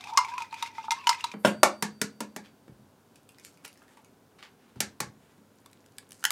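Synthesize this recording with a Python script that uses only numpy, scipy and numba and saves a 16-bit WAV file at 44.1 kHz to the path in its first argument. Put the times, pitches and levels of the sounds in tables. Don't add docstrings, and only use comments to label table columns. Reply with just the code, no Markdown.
import sys
import numpy as np
from scipy import signal
from scipy.fft import rfft, irfft
from scipy.io import wavfile
from numba import njit

SR = 44100
rng = np.random.default_rng(int(sys.argv[2]) if len(sys.argv) > 2 else 0)


def invert_db(x):
    u = np.asarray(x, float) / 20
    return 10 ** u


def wav_record(signal):
    frames = np.transpose(np.atleast_2d(signal))
    bounded = np.clip(frames, -1, 1)
    quanta = np.round(bounded * 32767).astype(np.int16)
    wavfile.write(sys.argv[1], SR, quanta)


N = 278271
TIME, HZ = np.arange(N) / SR, np.maximum(np.fft.rfftfreq(N, 1 / SR), 1)
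CUT_S, NEAR_FROM_S = 1.336, 5.5

# start in seconds, then relative levels in dB of crunch, knock and thud.
BLOWS = [(1.3381, -50, -38, -34), (1.4478, -22, -10.5, -18.5), (1.6311, -2.5, -10.5, -27.5),
         (1.8239, -12.5, -26.5, -31.5), (2.0145, -11.5, -27, -31.5), (2.2045, -21.5, -31, -31),
         (2.362, -26, -35, -39.5), (2.6784, -56.5, -55.5, -45.5), (2.7818, -63, -76, -52),
         (3.6498, -34, -46.5, -67), (4.7577, -54.5, -56.5, -49), (4.8038, -9.5, -32.5, -38.5),
         (5.0028, -15, -33.5, -33.5), (5.3778, -61, -75.5, -51)]
# frequency in Hz, density in dB per Hz.
CRUNCH_SPECTRUM = [(1060, -19.5), (1800, -7.5), (3200, -16), (3670, -13.5), (6180, -11), (8750, -9),
                   (14700, -5.5), (16000, -35.5)]
# frequency in Hz, relative level in dB, decay time t60 in seconds.
UPPER_COUNTER_MODES = [(462.8, 2, 0.074), (550, -5, 0.07), (610, -1.5, 0.052), (715, 0, 0.03),
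                       (840, -1.5, 0.029), (945, 0.5, 0.033), (1200, 11, 0.0068), (1387, -6.5, 0.063),
                       (1610, -10.5, 0.027)]
# frequency in Hz, relative level in dB, decay time t60 in seconds.
LOW_COUNTER_MODES = [(140, -14, 0.24), (175.5, -4.5, 0.053), (212, -1, 0.39), (243, 1, .11),
                     (307, -6.5, 0.038), (380, -2, 0.049), (440, -7.5, .06)]
# start in seconds, relative level in dB, pitch in Hz,
# relative level of the hollow in dB, note of the hollow in Hz.
SHELL_CRACKS = [(3.157, -41.5, 2566, -49.5, 2930), (3.29, -38.5, 2510, -45, 2760),
                (3.384, -43, 5180, -45.5, 2150), (3.397, -42.5, 3650, -52, 2480),
                (3.448, -33.5, 6940, -49, 2280), (3.478, -49, 7800, -48, 1390),
                (3.573, -48, 4620, -51, 2480), (3.648, -34, 7200, -36, 2785),
                (3.658, -37.5, 10400, -41, 2560), (3.678, -35.5, 9330, -58, 2490),
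                (3.728, -45.5, 10050, -63, 1080), (3.756, -60, 2530, -51, 2050),
                (3.774, -47, 5450, -51, 1870), (3.818, -60, 2510, -43.5, 1410),
                (3.88, -53.5, 2570, -48, 1890), (3.971, -48, 2870, -39, 1006),
                (4.046, -45.5, 6820, -50.5, 2510), (5.66, -36.5, 3612, -40.5, 1140),
                (5.73, -41.5, 3730, -56, 2150), (5.861, -46, 4930, -64.5, 3000),
                (5.921, -51.5, 4370, -72, 1200), (5.983, -27, 8000, -36, 1685),
                (6.027, -55.5, 3970, -48, 1140), (6.107, -37, 9600, -60, 3040),
                (6.119, -34, 8600, -60, 2610), (6.129, -40, 7550, -56.5, 1983),
                (6.226, -44.5, 8300, -35.5, 1543), (6.2398, -15, 6100, -13.5, 1572),
                (6.2511, -6.5, 3100, -11, 1686), (6.261, -27, 3210, -45, 1700),
                (6.305, -9.5, 5130, -20.5, 1140)]
# multiple of its note, relative level in dB, decay time t60 in seconds.
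HOLLOW_MODES = [(0.501, -19.5, 0.1), (.9, 0.5, 0.021), (1.001, -5, 0.054), (1.15, -7.5, 0.046),
                (1.898, -8, 0.02316), (2.6, -16.5, 0.024)]
# start in seconds, end in seconds.
HANDLING_SPANS = [(3.14, 4.1), (5.55, 6.24)]
# time of the peak in seconds, relative level in dB, # swell in seconds,
# hold in seconds, share of the bright part in dB.
ROUGH_NOISES = [(1.455, -18, 0.011, 0.0025, -7.5), (2.448, -46, 0.018, .002, -17), (3.459, -45, .05, .002, 0),
                (3.648, -44.5, 0.026, 0.0017, -3.5), (3.796, -60, .04, 0.043, -8),
                (3.9, -56, 0.036, 0.036, -6.5), (3.972, -54, 0.0094, 0.0018, -13),
                (4.392, -46, .014, .002, -18.5), (4.428, -37.5, 0.0054, 0.0019, -25),
                (4.604, -62, 0.036, 0.034, -17), (4.686, -58, .06, .01, -11), (4.77, -55, 0.032, 0.0018, -18),
                (5.199, -61.5, .01, .14, -9), (6.143, -53, .02, 0.11, -1)]
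# time in seconds,
# slosh level in dB, air column resonance in Hz, level of the scrape on the wall in dB.
STIR_PATH = [(0.0, -52, 746, -55), (0.066, -41.5, 851, -55.5), (0.15, -32, 910, -58.5),
             (0.174, -52, 1123, -52), (0.19, -51.5, 970, -51), (0.218, -43, 853, -48.5),
             (0.33, -42.5, 969, -49), (0.374, -40, 1026, -54), (0.41, -51, 911, -52),
             (0.48, -71.5, 895, -62.5), (0.51, -49, 888, -57.5), (0.58, -48, 965, -49.5),
             (0.73, -56.5, 890, -58.5), (0.82, -57, 896, -50), (0.89, -49.5, 875, -59),
             (1.005, -45, 1123, -50.5), (1.064, -48.5, 958, -55), (1.16, -54.5, 937, -50),
             (1.24, -57.5, 951, -51), (1.336, -55, 975, -55)]
# frequency in Hz, density in dB per Hz.
SCRAPE_SPECTRUM = [(760, -28.5), (1300, -1), (1880, -11.5), (2330, -5), (2920, -12), (3540, -2.5),
                   (4220, -10), (5020, -8), (15000, -34)]
# start in seconds, relative level of the tick in dB,
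# relative level of the air column in dB, loudest wall note in Hz.
SPOON_CLINKS = [(0.008, -28.5, -36.5, 3700), (0.0399, -26.5, -37, 2560), (0.0723, -32.5, -31.5, 2470),
                (0.1, -46.5, -28, 2340), (0.1356, -30.5, -32.5, 5800), (0.174, 0.5, -8.5, 6480),
                (0.187, -21, -9.5, 4370), (0.204, -39.5, -25.5, 2720), (0.2477, -24.5, -28.5, 2250),
                (0.2838, -33.5, -38, 2110), (0.3382, -33, -39, 2400), (0.38, -20, -22.5, 2500),
                (0.404, -32, -25.5, 3500), (0.4206, -22, -32, 2490), (0.5267, -29.5, -28, 2510),
                (0.542, -25.5, -54, 2440), (0.6251, -12.5, -22, 3750), (0.661, -27, -64, 2140),
                (0.673, -32, -62, 2750), (0.7816, -33, -23, 2110), (0.841, -41.5, -31.5, 3060),
                (0.882, -58, -20.5, 2330), (0.9075, -7, -22, 5880), (0.918, -10.5, -18.5, 5840),
                (1.041, -35, -41.5, 2390), (1.0705, -5, -11.5, 2965), (1.0922, 0, -11.5, 5120),
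                (1.11, -27.5, -16.5, 2300), (1.1292, -18.5, -30, 2050), (1.146, -25.5, -51, 2540),
                (1.2074, -24.5, -56, 2780), (1.2409, -11, -19, 3950), (1.3159, -26.5, -50, 2420)]
# frequency in Hz, relative level in dB, decay time t60 in seconds.
JUG_MODES = [(2110, -4, 0.075), (2390, -4.5, 0.027), (2780, -11, 0.078), (3100, -6, 0.055),
             (3387, -8.5, 0.046), (3810, 0.5, 0.015), (4244, 1.5, 0.011), (4560, -4.5, 0.047),
             (5120, -5, 0.055), (5960, -5.5, 0.042), (5860, -4, 0.025), (6730, -8, 0.045)]
# frequency in Hz, relative level in dB, decay time t60 in seconds.
BOWL_MODES = [(4614, -58, 2.3), (5400, -27.5, 0.07), (6440, -36, 0.05), (8150, -65.5, 1.2),
              (8950, -51, .15), (9750, -71, 1.0), (11600, -56.5, .15), (14050, -55, .15)]
# start in seconds, relative level in dB.
BOWL_SHAKES = [(1.2, -9.5), (1.452, 0), (1.634, -1)]
# start in seconds, relative level in dB, frequency in Hz.
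COUNTER_BUMPS = [(2.69, -46, 135), (2.714, -54, 62.1), (2.789, -51.5, 135), (2.84, -58, 96.2),
                 (4.761, -39.5, 121), (4.804, -46, 132.7), (4.867, -52.5, 88.4), (5.005, -40, 135.3),
                 (5.063, -42.5, 136.4)]
# frequency in Hz, decay time t60 in seconds.
KITCHEN_DECAY = [(100, 0.45), (260, .3), (700, .22), (1840, 0.21), (4850, .19), (9000, 0.15), (15000, 0.06)]
# frequency in Hz, density in dB per Hz.
ROOM_SPECTRUM = [(15, -46), (25, -34), (102, -9), (287, -3.5), (320, -11.5), (376, -7), (630, -13.5),
                 (1030, -15.5), (1210, -19.5), (1500, -18.5), (1860, -25.5), (13100, -33.5), (16300, -35.5)]
# time in seconds, rms level in dB before it wavers.
HUM_LEVEL = [(0, -71), (1.33, -71), (1.4, -73), (4.2, -80), (4.7, -90.5), (5.2, -76), (6.31, -72.5)]


def rms_one(x):
    return x / np.sqrt(np.mean(x ** 2) + 1e-20)


def in_time(rows):
    s, *columns = np.transpose(rows)
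    return [np.interp(TIME, s, column) for column in columns]


def at_hz(points, hz):
    point_hz, values = np.transpose(points)
    return np.interp(np.log(hz), np.log(point_hz), values)


def coloured(x, spectrum):
    return irfft(rfft(x) * invert_db(at_hz(spectrum, HZ)), N)


def band(x, low_hz, high_hz):
    edges = [low_hz, min(high_hz, .45 * SR)]
    return signal.sosfilt(signal.butter(2, edges, "band", fs=SR, output="sos"), x)


def ring(clicks, hz, t60):
    radius, angle = invert_db(-60 / (t60 * SR)), 2 * np.pi * hz / SR
    poles = [1, -2 * radius * np.cos(angle), radius * radius]
    return signal.lfilter([0, np.sin(angle)], poles, clicks + 1e-18)


def strike(times, dbs, modes, spread_db):
    at, out = np.round(np.array(times) * SR).astype(int), np.zeros(N)
    luck = rng.standard_normal((len(at), len(modes), 2))
    for k, (hz, level_db, t60) in enumerate(modes):
        strength_db = np.array(dbs) + level_db + spread_db * luck[:, k, 0]
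        clicks = np.zeros(N)
        clicks[at] = invert_db(strength_db) * np.sign(luck[:, k, 1])
        out += ring(clicks, hz, t60)
    return out


def grit(sparse_db):
    sizes = invert_db(sparse_db * np.minimum(rng.exponential(1, N), 5))
    return rms_one(sizes * rng.standard_normal(N))


def bursts(times, dbs, lengths_ms):
    out = np.zeros(N)
    for s, db, ms in zip(times, dbs, lengths_ms):
        i, length_s = round(s * SR), max(ms, .3) / 1000
        t = TIME[:min(N - i, SR // 10)]
        decay = np.exp(-np.maximum(t / length_s - .6, 0) * 1.3)
        out[i:i + len(t)] += invert_db(db) * np.minimum(t / 0.00067, 1) * decay
    return out


@njit
def gliding(x, hz, r, sr):
    y = np.zeros(len(x))
    for i in range(2, len(x)):
        drive = (1 - r * r) / 2 * (x[i] - x[i - 2])
        y[i] = drive + 2 * r * np.cos(2 * np.pi * hz[i] / sr) * y[i - 1] - r * r * y[i - 2]
    return y


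def flutter(rate, depth_db):
    knots = rng.standard_normal(700)
    return invert_db(depth_db * np.interp(TIME * rate, np.arange(700), knots))


def smacks(per_s, low_hz, high_hz):
    born = grit(4.6) * (rng.random(N) < per_s / SR)
    pitches, dealt = np.geomspace(low_hz, high_hz, 14), rng.integers(0, 14, N)
    return rms_one(sum(ring(born * (dealt == k), hz, 64.0 / hz) for k, hz in enumerate(pitches)))


def knocks():
    s, crunch_db, knock_db, thud_db = np.transpose(BLOWS)
    ms = 0 * s + 4.42
    edge_db = crunch_db - 13.5 - 0.68 * np.maximum(knock_db + 44, 0)
    fractures = rms_one(coloured(grit(2.5), CRUNCH_SPECTRUM))
    body, edge = rms_one(band(fractures, 1200, 8000)), rms_one(band(grit(3.0), 8000, 16500))
    crunch = body * bursts(s, crunch_db - 10.5, ms) + edge * bursts(s, edge_db - 2.5, ms)

    snaps = np.zeros((2, N))
    snaps[:, np.round(s * SR).astype(int) + 60] = invert_db([crunch_db + 28.5, edge_db + 14]) * np.sqrt(ms / 5)
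    snap = band(coloured(snaps[0], CRUNCH_SPECTRUM), 1200, 8000) + band(snaps[1], 8000, 17000)

    push = grit(2.5) * bursts(s, knock_db - 28, 1.17 * ms)
    spot = rng.standard_normal((len(s), len(UPPER_COUNTER_MODES)))[np.searchsorted(s, TIME) - 1]
    knock = invert_db(30) * band(push, 340, 2100)
    for k, (hz, db, t60) in enumerate(UPPER_COUNTER_MODES):
        knock += ring(push * invert_db(db + 3.0 * spot[:, k]), hz, t60)

    thud = strike(s + 0.0019, thud_db - 3, LOW_COUNTER_MODES, 3)
    thud += rms_one(band(grit(0.95), 150, 600)) * bursts(s, thud_db - 8, 0 * s + 14.0)
    counter = band(knock, 330, 5000) + band(band(thud, 98, 900), 130, 550)
    return crunch, snap, counter


def cracks():
    noise = grit(2.5)
    hollow, out = np.zeros(N), np.zeros(N)
    for s, snap_db, hz, hollow_db, note_hz in SHELL_CRACKS:
        i = round(s * SR)
        ms = 2.0 + 0.0053 * (snap_db + 41.5)
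        envelope = bursts([0], [snap_db - 4.5], [ms])
        piece = noise[i:i + SR // 10] * envelope[:min(SR // 10, N - i)]
        out[i:i + len(piece)] += .9 * band(piece, 1250, 11000) + .9 * band(piece, hz / 1.1, hz * 1.1)
        modes = [(k * note_hz, db, t60) for k, db, t60 in HOLLOW_MODES]
        hollow += strike([s + .0005], [hollow_db - 8], modes, 0.75)
    return out + band(hollow, 680, 8600)


def crackle():
    handled = sum((TIME > a) & (TIME < b) for a, b in HANDLING_SPANS)
    born = grit(1.0) * (rng.random(N) < 60 / SR) * handled
    dealt = rng.integers(0, 4, N)
    ticks = sum(band(born * (dealt == k), hz, 1.73 * hz) for k, hz in enumerate([1500, 2530, 4360, 7100]))
    return invert_db(-81) * rms_one(ticks)


def rough_noise():
    swell_rise_db, fade_db_per_s = 22, 430
    slips, out = grit(6.1) * flutter(72, 1.0), np.zeros(N)
    dull = rms_one(rms_one(band(slips, 600, 3800)) + 0.3 * smacks(250, 740, 2600))
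    bright = rms_one(band(slips, 3600, 9500))
    for s, db, swell_s, hold_s, bright_db in ROUGH_NOISES:
        share = invert_db(min(bright_db, 0))
        before_db = swell_rise_db * np.maximum(s - TIME, 0) / max(swell_s, .001)
        after_db = fade_db_per_s * np.maximum(TIME - s - hold_s, 0)
        envelope = invert_db(db - 8.5 - np.minimum(before_db + after_db, 200))
        out += envelope * (dull * np.sqrt(1 - share ** 2) + bright * share)
    return out


def stirring():
    column_db, column_hz, scrape_db = in_time(STIR_PATH)
    swing_db = column_db - column_db[TIME < CUT_S].mean()
    slips = grit(2.5)
    narrow = np.exp(-np.pi * 60 / SR)
    column = gliding(slips * flutter(65, 1.7), column_hz, narrow, SR)
    column = gliding(column, column_hz, narrow ** 3, SR)
    overtone = gliding(slips * flutter(50, 4.6), 1500 + 1.05 * column_hz, narrow ** 1.8, SR)
    overtone_db = scrape_db - 5.5 + .1 * swing_db
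    scrape = rms_one(coloured(slips * flutter(40, 6), SCRAPE_SPECTRUM)) + 0.48 * smacks(460, 1600, 6500)
    drag = invert_db(scrape_db) * scrape + invert_db(overtone_db) * rms_one(overtone)

    s, tick_db, boom_db, note_hz = np.transpose(SPOON_CLINKS)
    boom_hz = column_hz[(s * SR).astype(int)]
    note_db = tick_db - 5.5 - 3.5 * np.log2(note_hz / 2400)
    contact = bursts(s, tick_db - 17.0, 0 * s + 4.9) + bursts(s, tick_db - 32.5, 0 * s + 12.0)
    tick = band(grit(0.51), 930, 7300) * contact
    wall = strike(s, tick_db - 24, JUG_MODES, 4.0)
    boom, note = np.zeros(N), np.zeros(N)
    for a, hz, db in zip(s, boom_hz, boom_db):
        boom += strike([a], [db + 0.12], [(hz, 0, .07), (1.4 * hz, -10, .03)], 0.27)
    for a, hz, db in zip(s, note_hz, note_db):
        note += strike([a], [db], [(hz, 0, 60 / hz)], 0.29)
    out = invert_db(column_db) * rms_one(column) + drag + tick + wall + band(boom, 854, 1400) + note
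    return band(band(out, 540, 19000), 650, 17000)


def bowl():
    return strike(*np.transpose(BOWL_SHAKES), BOWL_MODES, .5) * (TIME >= CUT_S)


def bumps():
    swings = sum(strike([s], [db + .1], [(hz, 0, .12)], 0.46) for s, db, hz in COUNTER_BUMPS)
    return band(band(swings, 45, 177), 45, 300)


def swish():
    start_s, length_s = 1.385, .065
    fade = np.clip(np.minimum(TIME - start_s, start_s + length_s - TIME) / .012, 0, 1)
    return invert_db(-66) * fade * rms_one(band(grit(1.5), 9200, 13500))


def kitchen(x):
    t, tail = TIME[:SR // 2], 0
    white = rng.standard_normal((2, len(t)))
    for k, low_hz in enumerate(70 * 2 ** np.arange(0, 8, .5)):
        t60 = at_hz(KITCHEN_DECAY, low_hz * 2 ** .25)
        tail = tail + band(white[k % 2], low_hz, low_hz * 2 ** .5) * invert_db(-60 * t / t60)
    tail = tail * np.clip((t - .003) / 0.0021, 0, 1)
    return signal.fftconvolve(x, tail / np.sqrt(np.sum(tail ** 2)))[:N]


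def room_tone():
    air = invert_db(-61) * rms_one(coloured(rng.standard_normal(N), ROOM_SPECTRUM))
    hum = invert_db(in_time(HUM_LEVEL)[0]) * np.sqrt(2) * np.sin(2 * np.pi * 100.5 * TIME) * flutter(1.3, 1.5)
    whine = invert_db(-87) * np.sqrt(2) * np.sin(2 * np.pi * 6896 * TIME) * (TIME > 5.0)
    return air + hum + whine


def scene():
    jug = stirring()
    crunch, snap, counter = knocks()
    shell = cracks() + crackle() + rough_noise()
    counter = counter + bumps()
    jug = (jug + invert_db(-13.0) * kitchen(jug)) * (TIME < CUT_S)
    sent = counter + snap + shell * invert_db(np.where(TIME < NEAR_FROM_S, 1.5, -5.0))
    eggs = crunch + counter + shell + invert_db(-7.5) * kitchen(sent)
    return (jug + eggs + bowl() + swish() + room_tone())[None]


def roll_off(x):
    return signal.sosfilt(signal.butter(12, 16460, fs=SR, output="sos"), x)


def record(dry):
    limited = band(dry, 25, 19500)
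    low_pass = signal.cheby2(10, 50, 16900, fs=SR, output="sos")
    mix = np.clip(signal.sosfilt(low_pass, limited), -1, 1)
    return roll_off(mix)


dry = scene()
out = record(dry)
wav_record(out)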